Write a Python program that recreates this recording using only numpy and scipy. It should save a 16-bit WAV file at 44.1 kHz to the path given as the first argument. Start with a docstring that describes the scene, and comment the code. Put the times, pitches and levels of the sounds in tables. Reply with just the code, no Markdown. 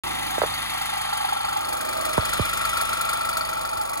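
"""A walk-behind trencher rolls slowly across a concrete yard, in front of a steel wall. From the start,
each cycle of its single-cylinder four-stroke brings a low throb, a burst of hiss and a valve tick, and
rings the muffler and covers over a bed of clatter. Near 0.4 s come a puff of breeze and four close
knocks that dive in pitch, like fingers on the microphone case. The wide, phasey stereo image shifts,
two more knocks land just after 2 s, harder firings clack until 3.4 s, and a faint knock comes last."""
import sys
import numpy as np
from scipy import signal
from scipy.fft import rfft, irfft
from scipy.io import wavfile

SR = 44100
rng = np.random.default_rng(int(sys.argv[2]) if len(sys.argv) > 2 else 0)


def log_audio(samples):
    """Write samples as a 16-bit WAV file to the path given in sys.argv[1]."""
    # one column per channel
    frames = np.atleast_2d(samples).T
    # limit to full scale, then quantise
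    limited = np.clip(frames, -1, 1)
    pcm = np.round(limited * 32767).astype(np.int16)
    wavfile.write(sys.argv[1], SR, pcm)


N = 176400
TIME = np.arange(N) / SR
OPEN_S = .036   # silence until here


def from_db(db):
    """Decibels to gain."""
    return 10 ** (np.asarray(db) / 20)

def in_time(rows):
    """An automation curve, read at every sample."""
    return np.interp(TIME, *np.transpose(rows))

def at_hz(points, hz):
    """A curve read on a log-frequency axis."""
    f, value = np.transpose(points)
    return np.interp(np.log(hz + 1), np.log(f + 1), value)

def colour(x, spectrum):
    """Give white noise of spread 1 a spectrum in dB per Hz."""
    hz = np.arange(N // 2 + 1) * SR / N
    return irfft(rfft(x) * from_db(at_hz(spectrum, hz)), N) * np.sqrt(SR / 2)

def resonate(x, hz, width):
    """One resonance, its skirts steepened by a second, wider one; rms 1."""
    for w in (width, 6 * width):
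        r = np.exp(-np.pi * w / SR)
        x = signal.lfilter([1, 0, -1], [1, -2 * r * np.cos(2 * np.pi * hz / SR), r * r], x)
    return x / x.std()

def shaking(cycles, repeat, size=1760):
    """White vibration; the share `repeat` of its power loops with the engine cycle."""
    loop = irfft(np.exp(2j * np.pi * rng.random(size // 2 + 1)), size) * np.sqrt(size)
    looped = loop[(cycles % 1 * size).astype(int)]
    return np.sqrt(repeat) * looped + np.sqrt(1 - repeat) * rng.standard_normal(N)


# The engine's pace. Each row: time in seconds, crank speed in rpm.
SPEED = [(0.0, 3044), (0.6, 3065), (1.0, 3031), (1.4, 3037), (1.8, 2974), (2.2, 2984), (2.7, 3013),
         (3.3, 2999), (4.0, 2974)]

def engine_cycles(wobble_cycles=.004, wobble_hz=14):
    """Running count of cycles: one firing per two crank turns, slightly unsteady."""
    r = np.exp(-2 * np.pi * wobble_hz / SR)
    drift = signal.lfilter([1], [1, -2 * r, r * r], rng.standard_normal(N))
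    cycles = .05 + np.cumsum(in_time(SPEED)) / (120 * SR)
    return cycles + wobble_cycles * drift / drift.std()


# Harder firings that clack. Each row: time in seconds, accent in dB.
CLACKS = [(2.333, 5), (2.653, 4.5), (2.773, 5), (2.812, 5.5), (2.932, 4), (3.012, 4), (3.093, 4),
          (3.133, 4), (3.293, 3), (3.373, 5)]
FIRING_AT = .792   # share of the cycle

def force(cycles, scatter_db, count=128):
    """Strength of each cycle: a little random, accented at the clacks."""
    db = scatter_db * rng.standard_normal(count)
    cycle = np.floor(cycles - FIRING_AT + 1.25).astype(int) % count   # steps a quarter cycle early
    for s, accent_db in CLACKS:
        db[cycle[int(s * SR)]] = accent_db
    return from_db(db)[cycle]

def strikes(cycles, at, count=104, jitter_s=.0001):
    """One click per cycle, slightly uneven in time and strength."""
    s = np.interp(np.arange(count) + at, cycles, TIME) + jitter_s * rng.standard_normal(count)
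    s = s[(s > OPEN_S) & (s < TIME[-1] - .01)]
    clicks = np.zeros(N)
    clicks[(s * SR).astype(int)] = 1
    return clicks * force(cycles, scatter_db=2.7) + 1e-18


# The covers' notes. Each row: pitch in Hz, width in Hz, level in dB when facing the listener, strike
# point as a share of the cycle, struck share of the power, facing time in seconds, fade either side
# of that time in dB per second (negative grows).
COVERS = [(642, 43, -37, 0.55, 0.16, 3.4, 6), (630, 35, -30, 0.144, 0.39, 2, 34),
          (820, 75, -37.5, 0.85, 0.11, 0.11, 33), (775, 48.5, -37, 0.1008, 0.42, 3.8, -1),
          (857.7, 30, -33.5, 0.1004, 0.26, 4.1, 2), (920, 40, -46, 0.3, .2, 5.2, 9),
          (1132, 91, -41.5, .56, 0.38, 2.77, 1.5), (1229, 35, -41.5, 0.13, 0.63, 2.1, 9),
          (1330, 116, -40.5, .3, 0.13, 2.96, 7), (1567, 128, -39, .77, 0.5, 1.2, 4.5),
          (2380, 124, -38, 0.89, 0.1, 2.67, 7.5), (3150, 400, -38.5, 1, .15, 1.15, 11.5),
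          (4467, 134, -40, .78, 0.85, 1.2, 3.5), (4546, 140, -37.5, .8, 0.87, 3.39, 30)]

def covers(cycles):
    """Each cover rings, struck at its own point of the cycle and shaken in between."""
    out = 0
    for hz, width, db, at, share, facing_s, fade in COVERS:
        struck = resonate(strikes(cycles, at), hz, width)
        shaken = resonate(shaking(cycles, repeat=.46), hz, width)
        ring = np.sqrt(share) * struck + np.sqrt(1 - share) * shaken
        out += from_db(db - fade * abs(TIME - facing_s)) * ring
    return out


# Faders for the muffler's two notes. Each row: time in seconds, level in dB.
HOLLOW_LEVEL = [(.1, -36), (.6, -61), (.85, -37), (1.1, -33), (1.45, -29.5), (1.8, -37.5), (2.3, -57),
                (4, -42)]
POP_LEVEL = [(.1, -50), (.8, -49), (1.2, -44), (2, -43), (2.4, -39), (2.8, -38), (3.3, -37.5), (4, -44)]

def muffler(cycles):
    """Every firing rings the muffler: mostly a hollow note at first, a higher pop later."""
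    hollow = resonate(strikes(cycles, at=.67), hz=815, width=42)
    pop = resonate(strikes(cycles, at=.79), hz=1365, width=95)
    return from_db(in_time(HOLLOW_LEVEL)) * hollow + from_db(in_time(POP_LEVEL)) * pop


# The clatter's tone. Each row: frequency in Hz, level in dB per Hz before the fader.
CLATTER = [(500, -81), (700, -67.5), (900, -77), (1030, -74.5), (1400, -72), (1900, -65.5), (2700, -69),
           (3600, -66), (4200, -73), (5500, -80), (7000, -80), (11000, -78), (13000, -85.5), (16000, -115)]
# Its fader. Each row: time in seconds, gain in dB.
CLATTER_LEVEL = [(.1, -.5), (.8, -0.5), (1.3, -2.5), (1.8, -8), (2.3, 0), (2.8, 0), (3.3, -4), (4, -11.5)]

def clatter(cycles):
    """Gears and tappets make a dense noise that swells a little after each firing."""
    swell_db = 1.24 * np.cos(2 * np.pi * cycles)
    return from_db(in_time(CLATTER_LEVEL) + swell_db) * colour(shaking(cycles, repeat=.072), CLATTER)


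# The hiss's tone. Each row: frequency in Hz, level in dB per Hz before envelope and fader.
HISS = [(1200, -74), (2000, -63), (2900, -76.5), (4000, -69), (4800, -69), (5700, -75.5), (7200, -66),
        (9000, -71), (11000, -66.5), (12200, -70), (13500, -73.5), (15500, -71), (16200, -126)]
# Its fader. Each row: time in seconds, gain in dB.
HISS_LEVEL = [(.1, -9), (.8, -3), (1.3, -4.5), (1.8, -1.5), (2.3, -0.5), (2.8, -1.5), (3.3, -1), (3.7, -4),
              (4, -0.5)]

def hiss(cycles, rise=.093, hold=.023, decay=.18):
    """A sharp burst at each firing; envelope times are shares of a cycle."""
    age = (cycles - FIRING_AT) % 1
    envelope = np.minimum(age / rise, 1) * np.exp(-np.maximum(age - rise - hold, 0) / decay)
    burst = envelope * force(cycles, scatter_db=1.7) * colour(rng.standard_normal(N), HISS)
    return from_db(in_time(HISS_LEVEL)) * burst


# The throb's partials. 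Each row: multiple of the crank rate, level in dB before the fader.
ORDERS = [(1, -51), (1.5, -62), (2, -52.5), (2.5, -74), (3, -52), (3.5, -59.5), (4, -62), (4.5, -58.5)]
# The rumble's tone. Each row: frequency in Hz, level in dB per Hz before the fader.
RUMBLE = [(40, -87), (100, -90), (160, -71), (220, -71), (310, -61.5), (440, -69.5), (600, -63), (900, -86)]
# Their faders. Each row: time in seconds, gain in dB.
THROB_LEVEL = [(.1, 4.5), (.7, 1), (1.3, -1), (1.8, -2), (2.3, 6.5), (2.8, 4), (3.3, 2.5), (4, -1.5)]
RUMBLE_LEVEL = [(.1, -2.5), (.6, -8), (1.0, -14), (1.4, -12.5), (1.9, -1.5), (2.6, -7.5), (3.3, -8.5),
                (4, -7.5)]

def throb(cycles):
    """The low end: tones locked to the crank, plus exhaust rumble."""
    tones = 0
    for order, db in ORDERS:
        tones += from_db(db) * np.sqrt(2) * np.sin(2 * np.pi * (2 * order * cycles + rng.random()))
    rumble = colour(shaking(cycles, repeat=.73), RUMBLE)
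    return from_db(in_time(THROB_LEVEL)) * tones + from_db(in_time(RUMBLE_LEVEL)) * rumble


# The tick's tone. Each row: frequency in Hz, peak level in dB per Hz.
TICK = [(3000, -75.5), (7000, -79), (11000, -71), (16000, -89)]

def valve_tick(cycles, at=.442, width=.031):
    """A valve ticks between firings: a small, rounded pulse of bright noise."""
    offset = (cycles - at + .5) % 1 - .5
    return np.exp(-.5 * (offset / width) ** 2) * colour(rng.standard_normal(N), TICK)


# Metallic glints. Each row: start in seconds, level in dB before the high-pass.
PINGS = [(2.811, -23), (3.012, -18), (3.373, -22)]

def pings(decay_s=.0022, low_hz=9000):
    """Loose metal ticks brightly on three of the hard firings."""
    envelope = sum(from_db(db) * (TIME > s) * np.exp(-abs(TIME - s) / decay_s) for s, db in PINGS)
    highpass = signal.butter(2, low_hz, "high", fs=SR, output="sos")
    return signal.sosfilt(highpass, envelope * rng.standard_normal(N) + 1e-18)


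# Close knocks. Each row: start in seconds, level in dB at ref_hz before the band limits, top and bottom
# of the band in Hz, fade in dB per falling octave, left delay in seconds, sweep in Hz times seconds.
KNOCKS = [(.3797, -15, 1300, 400, 4, 0.00055, 1.64), (0.4164, -11, 1680, 402, 5.5, 0.00021, 2),
          (.4328, -11.5, 875, 390, 10.5, 0.00017, 2.04), (.4355, -13, 785, 348, 9.5, 0.00011, 1.76),
          (2.178, -5.5, 950, 63.5, 6, 0.00089, 1.27), (2.3930, -13.5, 740, 69.5, 3, 0.00076, 1.73),
          (3.766, -34, 160, 74.5, 3.5, 0.00076, 1.4)]

def knocks(ref_hz=748, left_db=-6.5):
    """Each knock is a fast downward sweep, earlier and louder on the right."""
    out = 0
    for s, db, top_hz, low_hz, fade_db, lag_s, sweep in KNOCKS:
        age = np.maximum(TIME - s - np.array([[lag_s], [0]]), 1 / SR)
        hz = sweep / age
        band = 1 / np.sqrt((1 + (hz / top_hz) ** 10) * (1 + (low_hz / hz) ** 10))
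        level = from_db(db + fade_db * np.log2(hz / ref_hz))
        out += band * level * np.sin(2 * np.pi * sweep * np.log(hz / ref_hz))
    return out * from_db([[left_db], [0]])


# The rub under a 0 dB knock. Each row: frequency in Hz, level in dB per Hz.
GRIT = [(150, -88), (400, -51), (700, -48), (1400, -44), (2800, -76), (8000, -100)]

def grit(delay_s=.00206, decay_s=.012):
    """Each knock rubs a little, which roughens it."""
    envelope = 0
    for s, db, *_ in KNOCKS:
        age = TIME - s - delay_s
        envelope += from_db(db) * (age > 0) * np.exp(-abs(age) / decay_s)
    return envelope * np.array([colour(row, GRIT) for row in rng.standard_normal((2, N))])


# The body of the knocked case. Each row: pitch in Hz, width in Hz, gain in dB.
CASE = [(87, 62, 4.5), (488, 125, -5.5), (610, 84, 3)]

def case(knock):
    """A knock plus the short ring it leaves in the case."""
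    out = knock
    for hz, width, db in CASE:
        r = np.exp(-np.pi * width / SR)
        ring = signal.lfilter([1, 0, -1], [1, -2 * r * np.cos(2 * np.pi * hz / SR), r * r], knock + 1e-18)
        out = out + from_db(db) * (1 - r * r) / 2 * ring
    return out


# The wide, phasey stereo image, early and late. Each row: frequency in Hz, left phase lead in radians.
PHASE_EARLY = [(60, -1), (130, -1.2), (300, -2), (560, -3), (700, -3.4), (820, -4.2), (1250, -5.7),
               (1650, -4), (1850, -6), (2400, -4), (3500, -3.4), (4400, -2.3), (5000, -1.8), (5400, -2.8),
               (6600, -.4), (7600, -2.4), (8600, -3.4), (10300, -6.2), (11600, -6.4), (13000, -9.2),
               (14200, -9.6), (15300, -12.5)]
PHASE_LATE = [(60, -1.3), (130, -1.9), (280, -2.7), (450, -1.3), (650, -2.7), (800, -3.15), (900, -3.6),
              (1370, -5.5), (2000, -4.1), (2850, -3.1), (4300, -1.9), (5200, .4), (5900, 3), (6600, 6.4),
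              (7400, 9.2), (8300, 10.2), (8900, 14), (10200, 12.6), (11600, 12.4), (12900, 9.6),
              (14100, 9.3), (15300, 6.4)]
# The pan. Each row: frequency in Hz, left minus right in dB.
BALANCE = [(50, 1), (130, -4), (300, -6.5), (640, -3.5), (1400, 0.9), (3100, 2), (7000, -1.7), (15000, 0)]

def stereo_image(x, blend_s=(.88, 2.25)):
    """Stereo processing pans and phase-shifts each band, blending from the early to the late curve."""
    framing = dict(fs=SR, nperseg=1024, noverlap=768)
    hz, s, frames = signal.stft(x, **framing)
    blend = np.interp(s, blend_s, [0, 1])
    early = np.outer(np.exp(1j * at_hz(PHASE_EARLY, hz)), 1 - blend)
    late = np.outer(np.exp(1j * at_hz(PHASE_LATE, hz)), blend)
    pan = from_db(at_hz(BALANCE, hz) / 2)[:, None]
    pair = np.array([frames * pan * np.exp(1j * np.angle(early + late)), frames / pan])
    return signal.istft(pair, **framing)[1][:, :N]


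# The reverb's tone. Each row: frequency in Hz, level in dB against the direct sound.
YARD = [(150, -13), (700, -11), (1200, 0.5), (2200, -6.5), (12000, -5)]

def yard(x, t60_s=.087, size=8192):
    """Short scattered reflections from wall and ground, different on each side."""
    tail = rng.standard_normal((2, size)) * from_db(-60 * TIME[:size] / t60_s)
    tail /= np.sqrt((tail ** 2).sum(axis=1, keepdims=True))
    send = colour(x, YARD) / np.sqrt(SR / 2)
    return signal.fftconvolve(send[None], tail, axes=1)[:, :N]


# The breeze's tone. Each row: frequency in Hz, level in dB per Hz before the gusts.
BREEZE = [(20, -98), (35, -85), (55, -74.5), (90, -81.5), (140, -83.5), (250, -89), (600, -110)]
# Its gusts. Each row: time in seconds, gain in dB.
GUSTS = [(0, -21), (.3, -29), (.42, 18), (.6, 5), (1.1, -11), (1.5, 9.5), (1.8, 3), (2.25, -1), (2.6, 7),
         (3.65, 4.5), (3.78, -7), (3.88, -3)]

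def breeze():
    """Light air buffets the two microphones, partly each on its own."""
    shared, left, right = (colour(row, BREEZE) for row in rng.standard_normal((3, N)))
    return from_db(in_time(GUSTS)) * (shared + np.array([left, right])) / np.sqrt(2)


def scene():
    """The engine plays into the yard; breeze and knocks stay close and dry."""
    cycles = engine_cycles()
    engine = throb(cycles) + muffler(cycles) + covers(cycles) + clatter(cycles)
    engine += hiss(cycles) + valve_tick(cycles) + pings()
    return stereo_image(engine) + yard(engine) + breeze() + case(knocks() + grit())

def record(dry, cutoff_hz=16200):
    """The sound cuts in just after the start; a steep low-pass trims the top."""
    lowpass = signal.ellip(12, .1, 80, cutoff_hz, fs=SR, output="sos")
    return signal.sosfilt(lowpass, dry * (TIME > OPEN_S))


dry = scene()
out = record(dry)
log_audio(out)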